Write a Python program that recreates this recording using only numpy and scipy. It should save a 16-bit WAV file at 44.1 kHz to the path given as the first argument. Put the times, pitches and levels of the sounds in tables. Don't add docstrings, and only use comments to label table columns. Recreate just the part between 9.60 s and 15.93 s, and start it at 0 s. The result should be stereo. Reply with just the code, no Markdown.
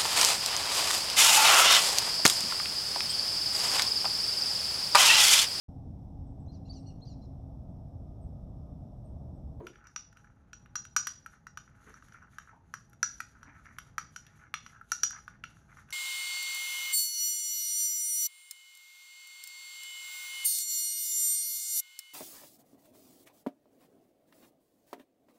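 import sys
import numpy as np
from scipy import signal
from scipy.fft import rfft, irfft, next_fast_len
from scipy.io import wavfile

SR = 44100
rng = np.random.default_rng(int(sys.argv[2]) if len(sys.argv) > 2 else 0)


def persist_wave(psi):
    counts = np.round(np.clip(psi, -1, 1) * 32767).astype(np.int16)
    wavfile.write(sys.argv[1], SR, np.atleast_2d(counts).T)


N = 278963

# f/Hz, relative density level/dB
RUMBLE_SPECTRUM = [(12, -45.5), (30, -8), (45, -1), (90, -0.5), (125, 0.5), (260, -10), (370, -17.5),
                   (600, -21.5), (830, -23.5), (1500, -25.5), (3000, -41.5), (6000, -49), (12000, -61.5),
                   (14000, -89)]
# f/Hz, correlation
RUMBLE_COHERENCE = [(30, .9), (190, 0.75), (300, 0.31), (640, 0.036), (3000, 0.12)]
# f/Hz, bandwidth/Hz, level/dB
HUM_TONES = [(672, 7.0, -83), (830, 7.0, -77.5), (950, 10.0, -89.5)]
# f/Hz, t60/s
ROOM_DECAY = [(500, 0.093), (1500, 0.38), (6000, 0.33), (11000, 0.13), (15000, 0.033)]
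# f/Hz, level/dB
ROOM_SPECTRUM = [(500, -6), (1500, -10.5), (3000, -8.5), (6000, -8), (11000, -3.5), (12800, -31.5),
                 (15000, -40.5)]
# t/s, duration/s, level/dB
JAR_SLIDES = [(0.006, 0.054, -43), (2.277, 0.0097, -53), (2.929, .04, -61.5), (3.873, 0.017, -63.5)]
# f/Hz, bandwidth/Hz, level/dB
BOARD_MODES = [
    [(363, 8.1, 10), (417, 42, 5.5), (530, 88, -5.5), (960, 41, -8.5)],
    [(293, 18, -3), (448, 190, 2), (749, 390, -25), (1650, 800, 5.5)],
    [(290, 26, 0.5), (445, 99, -16), (840, 58, -12), (910, 80, 4)],
]
# t/s, duration/s, level/dB
BRISTLE_SWEEPS = [(.07, 0.02, -63), (.31, 0.085, -75), (.6, 0.035, -74), (.98, .04, -83), (1.12, 0.56, -79),
                  (1.72, 0.013, -69), (2.03, 0.022, -70.5), (2.2, 0.14, -67), (2.45, 0.071, -67),
                  (2.72, 0.13, -69.5), (3.12, 0.08, -72), (3.3, 0.03, -74), (3.45, 0.23, -67),
                  (3.8, 0.039, -72), (3.93, 0.26, -73.5), (4.1, 0.19, -71), (4.55, 0.058, -64.5),
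                  (4.72, 0.096, -70), (5.07, 0.049, -67), (5.3, .1, -62.5), (5.5, 0.2, -69),
                  (5.88, 0.11, -69.5), (6.05, .1, -74), (6.17, 0.042, -66.5), (6.29, .04, -73.5)]
# f/Hz, relative density level/dB
BRISTLE_SPECTRUM = [(2000, -10), (4000, -2.5), (5200, -2.5), (6400, 8.5), (8300, -16.5), (10000, -8.5),
                    (11700, -12), (12300, -14.5), (13500, -40)]
# t/s, duration/s, level/dB, relative smack level/dB
WALL_RUBS = [(0.137, 0.017, -66, 3.5), (.19, 0.024, -62, -9), (0.249, 0.018, -58.5, -6),
             (0.558, 0.03, -62, -16), (0.646, 0.029, -60.5, -10), (1.731, 0.021, -63.5, -6),
             (2.08, 0.069, -64, -6.5), (2.17, 0.092, -63.5, -13), (2.269, 0.013, -53.5, -8),
             (2.328, 0.063, -60, -6.5), (2.45, 0.076, -65.5, -3), (2.524, 0.057, -61.5, 0.5),
             (2.605, 0.049, -61, -13), (2.732, 0.05, -70, -3), (2.793, 0.017, -59, -2),
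             (2.882, 0.028, -58.5, -10), (3.7, 0.14, -64, -10), (3.838, 0.019, -55.5, -17),
             (3.872, 0.028, -59.5, 1.5), (3.926, 0.024, -57, -3.5), (3.985, .04, -63.5, -7),
             (4.06, 0.022, -55, 0.5), (4.12, 0.041, -66, 1), (4.264, 0.024, -64.5, -6.5),
             (4.622, 0.11, -70.5, 1), (4.706, 0.15, -65, -4), (5.107, 0.036, -61.5, 0),
             (5.135, 0.016, -53, -18), (5.53, 0.037, -50, -9), (5.693, 0.05, -62.5, -5),
             (5.895, 0.027, -65.5, -8), (5.97, 0.16, -73, -13), (6.101, 0.084, -60.5, -3.5),
             (6.171, 0.019, -56, -5.5), (6.286, 0.051, -59.5, -16)]
# f/Hz, level/dB, t60/s
FILM_MODES = [(1784, -3.5, .014), (2085, -3.5, 0.0092), (2320, -8, 0.007), (6100, -12, 0.01)]
# f/Hz, level/dB, t60/s
JAR_MODES = [(1120, -8, 0.0059), (1333.5, -2.5, 0.023), (1482.5, 5, 0.013), (1740, -7, 0.021),
             (2000, -15.5, 0.0055), (2715, -4, 0.012), (3425, -6.5, 0.0012), (4227, -10, 0.01),
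             (4790, -4, 0.009), (5320, -13, 0.034), (5788.4, 0.5, 0.045), (5842, 3, 0.034),
             (6050, -17.5, .04), (6720, -0.5, 0.01), (10500, -13, 0.0027), (11270, -3, 0.003),
             (14800, -14, .006)]
BAND_HZ = [1450, 3200, 5800, 11000]
RUB_BAND_DB = [1.5, -12.5, -16.5, -34.5]
# f/Hz, relative level/dB
CRACK_SPECTRUM = [(700, -47.5), (1000, -24.5), (1500, 4.5), (3000, 3), (5500, 2), (7300, 0.5), (8200, -13),
                  (11500, -12.5), (13000, -17), (16500, -23)]
# t/s, level/dB, then relative level/dB in each of the four bands
HANDLE_IMPACTS = [(0.068, -24.5, -11.5, -11, -21.5, -14.5), (0.156, -34.5, -14, -16, -24, -45),
                  (0.241, -42, -4, -29, -17, -23), (0.27, -38.5, -10.5, -13.5, -8.5, -15),
                  (0.361, -18.5, -13.5, -15, -9.5, -22), (0.527, -40, -10.5, -17, -18.5, -17),
                  (0.57, -36.5, -11, -14, -17.5, -17), (0.644, -39, -10, -30, -30, -26),
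                  (0.931, -31, -8.5, -11, -8, -18), (1.059, -41, -8, -11, -27.5, -19),
                  (1.155, -16.5, -10, -17.5, -5, -18.5), (1.251, -30, -8.5, -14, -15.5, -14),
                  (1.364, -6.5, -10, -18, -3.5, -11), (1.47, -18, -8.5, -10, -4.5, -4),
                  (1.661, -24.5, -6, -23.5, -23.5, -17), (1.868, -32, -4, -17, -13, -16.5),
                  (1.973, -24.5, -6.5, -13.5, -15.5, -13), (2.077, -48.5, -2, -15, -30.5, -32.5),
                  (2.341, -32.5, -10, -31.5, -16.5, -49), (2.424, -42.5, -1.5, -20, -16.5, -28),
                  (2.484, -46.5, -5, -12, -12, -6), (2.522, -44, -3.5, -11, -10.5, -44),
                  (2.544, -37, -4, -27, -32, -25), (2.613, -43, -11, -40, -39, -54.5),
                  (2.626, -38, -6, -37, -29, -27), (2.784, -26.5, -7, -15.5, -19.5, -14),
                  (2.874, -44, -1, -34, -39, -28), (3.139, -22, -5.5, -19, -15, -11),
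                  (3.297, -51, -25, -24.5, -14, 1), (3.331, -42, -8.5, -14.5, -18, -7),
                  (3.429, -9, -8.5, -21, -6, -15.5), (3.603, -18, -5.5, -17.5, -15.5, -13.5),
                  (3.83, -37, -3.5, -14.5, -15.5, -14), (4.055, -33.5, -11.5, -24, -23.5, -36),
                  (4.185, -23.5, -9, -12, -20, -7.5), (4.381, -14.5, -5.5, -16.5, -16.5, -13.5),
                  (4.561, -20, -12, -19.5, -11.5, -17.5), (4.666, -38, -19, -3, -17, -9),
                  (4.837, -38.5, -7.5, -25.5, -39, -36), (4.94, -11.5, -11.5, -8.5, -20, -20),
                  (5.063, -26, -11.5, -18.5, -19.5, -25), (5.212, -35, 0, -34, -34.5, -19),
                  (5.318, -9.5, -9, -21.5, -9, -10), (5.433, -6, -16, -14, -8, -11.5),
                  (5.507, -20, -13, -29, -15, -18), (5.679, -24.5, -8.5, -20.5, -27, -27),
                  (5.838, -21, -10, -8.5, -22.5, -23), (5.968, -47, -4, -30, -19, -21),
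                  (6.17, -41.5, -4, -18, -15.5, -14), (6.288, -49.5, -9.5, -2, -28, -10),
                  (6.305, -32, -20, -13, -11.5, 0)]


def from_db(db):
    return 10 ** (np.asarray(db) / 20)


def unit_rms(x):
    return x / np.sqrt(np.mean(x ** 2) + 1e-20)


def bin_hz(size):
    return np.maximum(np.fft.rfftfreq(size, 1 / SR), 1)


def at_hz(points, hz):
    points = np.array(points)
    return np.interp(np.log(hz), np.log(points[:, 0]), points[:, 1])


def timbre_db(band_db, hz):
    return at_hz(list(zip(BAND_HZ, band_db)), hz)


def butterworth(x, order, hz, kind):
    return signal.sosfilt(signal.butter(order, hz, kind, fs=SR, output="sos"), x)


def drift(rate_hz):
    step, settle = 16, 3000
    pole = np.exp(-2 * np.pi * rate_hz * step / SR)
    noise = rng.standard_normal(N // step + settle + 2)
    slow = signal.lfilter([1], [1, -2 * pole, pole * pole], noise)[settle:]
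    return np.interp(np.arange(N) / step, np.arange(len(slow)), unit_rms(slow))


def ring(force, hz, t60):
    r, w = from_db(-60 / (t60 * SR)), 2 * np.pi * hz / SR
    return signal.lfilter([0, np.sin(w)], [1, -2 * r * np.cos(w), r * r], force + 1e-18)


def resonance(force, hz, width_hz):
    return unit_rms(ring(force, hz, np.log(1000) / (np.pi * width_hz)))


def strike(blows, hz, t60, contact_s=0.0045):
    return ring(ring(blows, hz, contact_s), hz, t60) * 2 * np.log(1000) / (contact_s * SR)


def strokes(rows, rise_db_per_s, fall_db_per_s):
    t = np.arange(N) / SR
    return [db - rise_db_per_s * np.maximum(start - t, 0)
            - fall_db_per_s * np.maximum(t - start - duration, 0)
            for start, duration, db, *_ in rows]


def loudest(levels_db, rest_db):
    return np.maximum(np.max(levels_db, axis=0), rest_db)


def impulses(per_s, uneven_db, limit):
    occurs = rng.random(N) < per_s / SR
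    level_db = uneven_db * np.minimum(rng.exponential(1, N), limit)
    return occurs * from_db(level_db) * rng.choice([-1, 1], N)


def rumble(level_db=-60.5):
    size = next_fast_len(N)
    hz = bin_hz(size)
    mid, side = rfft(rng.standard_normal((2, size))) * from_db(at_hz(RUMBLE_SPECTRUM, hz))
    coherence = np.clip(at_hz(RUMBLE_COHERENCE, hz), 0, 1)
    spectra = np.sqrt(1 + coherence) * mid + np.sqrt(1 - coherence) * side * [[1], [-1]]
    pair = unit_rms(irfft(spectra, size)[:, :N])
    swell_db = 1.2 * drift(1.5)
    return from_db(level_db + swell_db) * pair * from_db([[-2.0], [2.0]])


def hum():
    return sum(from_db(db) * resonance(rng.standard_normal((2, N)), hz, width)
               for hz, width, db in HUM_TONES)


def room(source, gap_s=0.00087, ceiling_s=0.0143, ceiling_db=-18):
    t, tail = np.arange(SR // 2) / SR, 0
    edges = 350 * 2 ** np.arange(0, 6, .5)
    for low, high in zip(edges, edges[1:]):
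        hz = np.sqrt(low * high)
        band = butterworth(rng.standard_normal((2, len(t))), 2, [low, high], "band")
        t60 = at_hz(ROOM_DECAY, hz)
        decay = from_db(at_hz(ROOM_SPECTRUM, hz) - 60 * t / t60)
        tail = tail + band * decay / np.sqrt(t60 * SR / np.log(1e6))
    tail = tail * np.clip(t / gap_s - 1, 0, 1)
    echo = round(ceiling_s * SR)
    tail[:, echo:echo + 3] += from_db(ceiling_db) * np.array([.25, .5, .25])
    return signal.fftconvolve(source[None], tail, axes=1)[:, :N]


def jar_slides():
    levels_db = strokes(JAR_SLIDES, rise_db_per_s=500, fall_db_per_s=278)
    out = 0
    for level_db, modes in zip(levels_db, BOARD_MODES + BOARD_MODES[-1:]):
        judder = rng.standard_normal(N) * from_db(3.4 * drift(85.0))
        board = sum(from_db(db) * resonance(judder, hz, width) for hz, width, db in modes)
        out = out + from_db(level_db) * unit_rms(board)
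    return out


def bristle_swish():
    sweep_db = loudest(strokes(BRISTLE_SWEEPS, rise_db_per_s=249, fall_db_per_s=201.5), rest_db=-86)
    snaps = impulses(per_s=4900.0, uneven_db=5.0, limit=3)
    flicker_db = 3.5 * drift(18.0)
    size = next_fast_len(N)
    spectrum = rfft(snaps, size) * from_db(at_hz(BRISTLE_SPECTRUM, bin_hz(size)))
    return from_db(sweep_db + flicker_db) * unit_rms(irfft(spectrum, size)[:N])


def wall_rubbing(slips_per_s=1100.0, clumps_db=4.5):
    levels_db = strokes(WALL_RUBS, rise_db_per_s=900, fall_db_per_s=263)
    smack_db = np.array(WALL_RUBS)[np.argmax(levels_db, axis=0), 3]
    slips = impulses(slips_per_s * from_db(clumps_db * drift(30.0)), uneven_db=4.5, limit=4)
    jar, film = 0, 0
    for hz, mode_db, t60 in JAR_MODES:
        gain = from_db(mode_db + timbre_db(RUB_BAND_DB, hz))
        jar = jar + gain * strike(slips * (rng.random(N) < .5), hz, t60)
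    for hz, mode_db, t60 in FILM_MODES:
        film = film + from_db(mode_db) * strike(slips * (rng.random(N) < .5), hz, t60)
    envelope = from_db(loudest(levels_db, rest_db=-79.5))
    rubbing = envelope * (unit_rms(jar) + from_db(smack_db) * unit_rms(film))
    return butterworth(rubbing, 2, 900, "high")


def contact_crack(level_db, band_db, size, rise_s=0.0013):
    t, hz = np.arange(size) / SR, bin_hz(size)
    spectrum_db = level_db + at_hz(CRACK_SPECTRUM, hz) + timbre_db(band_db, hz)
    noise = irfft(rfft(rng.standard_normal(size)) * from_db(spectrum_db))
    return noise * t / rise_s * np.exp(1 - t / rise_s)


def handle_clicks(chatter_s=0.0018, bounce_db=-9, modes_db=-3, lobe_db=4.5, crack_samples=512):
    impacts = np.array(HANDLE_IMPACTS)
    count, levels_db, bands_db = len(impacts), impacts[:, 1], impacts[:, 2:6]
    onsets = (impacts[:, 0] * SR).astype(int)
    bounce_delays = (chatter_s * SR * (1 + rng.random(count))).astype(int)
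    bounces = np.minimum(onsets + bounce_delays, N - 1)
    signs = rng.choice([-1, 1], (count, len(JAR_MODES)))
    signs[:, 0] = -signs[:, 1]
    out = np.zeros((2, N + crack_samples))
    for sign, (hz, mode_db, t60) in zip(signs.T, JAR_MODES):
        colour_db = np.array([timbre_db(band_db, hz) for band_db in bands_db])
        blows = sign * from_db(levels_db + colour_db + mode_db + modes_db)
        left = (1, from_db(lobe_db)) if 4000 < hz < 7500 else (0, 1)
        force = np.zeros_like(out)
        for port, (delay, gain) in enumerate([left, (0, 1)]):
            force[port, onsets + delay] = blows * gain
            force[port, bounces + delay] += blows * gain * from_db(bounce_db)
        out += strike(force, hz, t60)
    for onset, level_db, band_db in zip(onsets, levels_db, bands_db):
        out[:, onset:onset + crack_samples] += contact_crack(level_db, band_db, crack_samples)
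    return butterworth(out[:, :N], 4, 800, "high")


def scene(port_lag_s=0.00009):
    near = handle_clicks() + wall_rubbing() + bristle_swish() + jar_slides()
    size = next_fast_len(N + 64)
    lag = np.exp(-2j * np.pi * np.fft.rfftfreq(size, 1 / SR) * port_lag_s)
    right = irfft(rfft(near[1], size) * lag, size)[:N]
    direct = np.array([near[0], right]) * from_db([[.4], [-.4]])
    return direct + room(near.mean(axis=0)) + rumble() + hum()


def record(dry, ceiling=0.95, stopband_hz=17000):
    rounded = dry / (1 + (dry / ceiling) ** 8) ** .125
    return signal.sosfilt(signal.cheby2(12, 70, stopband_hz, fs=SR, output="sos"), rounded)


dry = scene()
out = record(dry)
persist_wave(out)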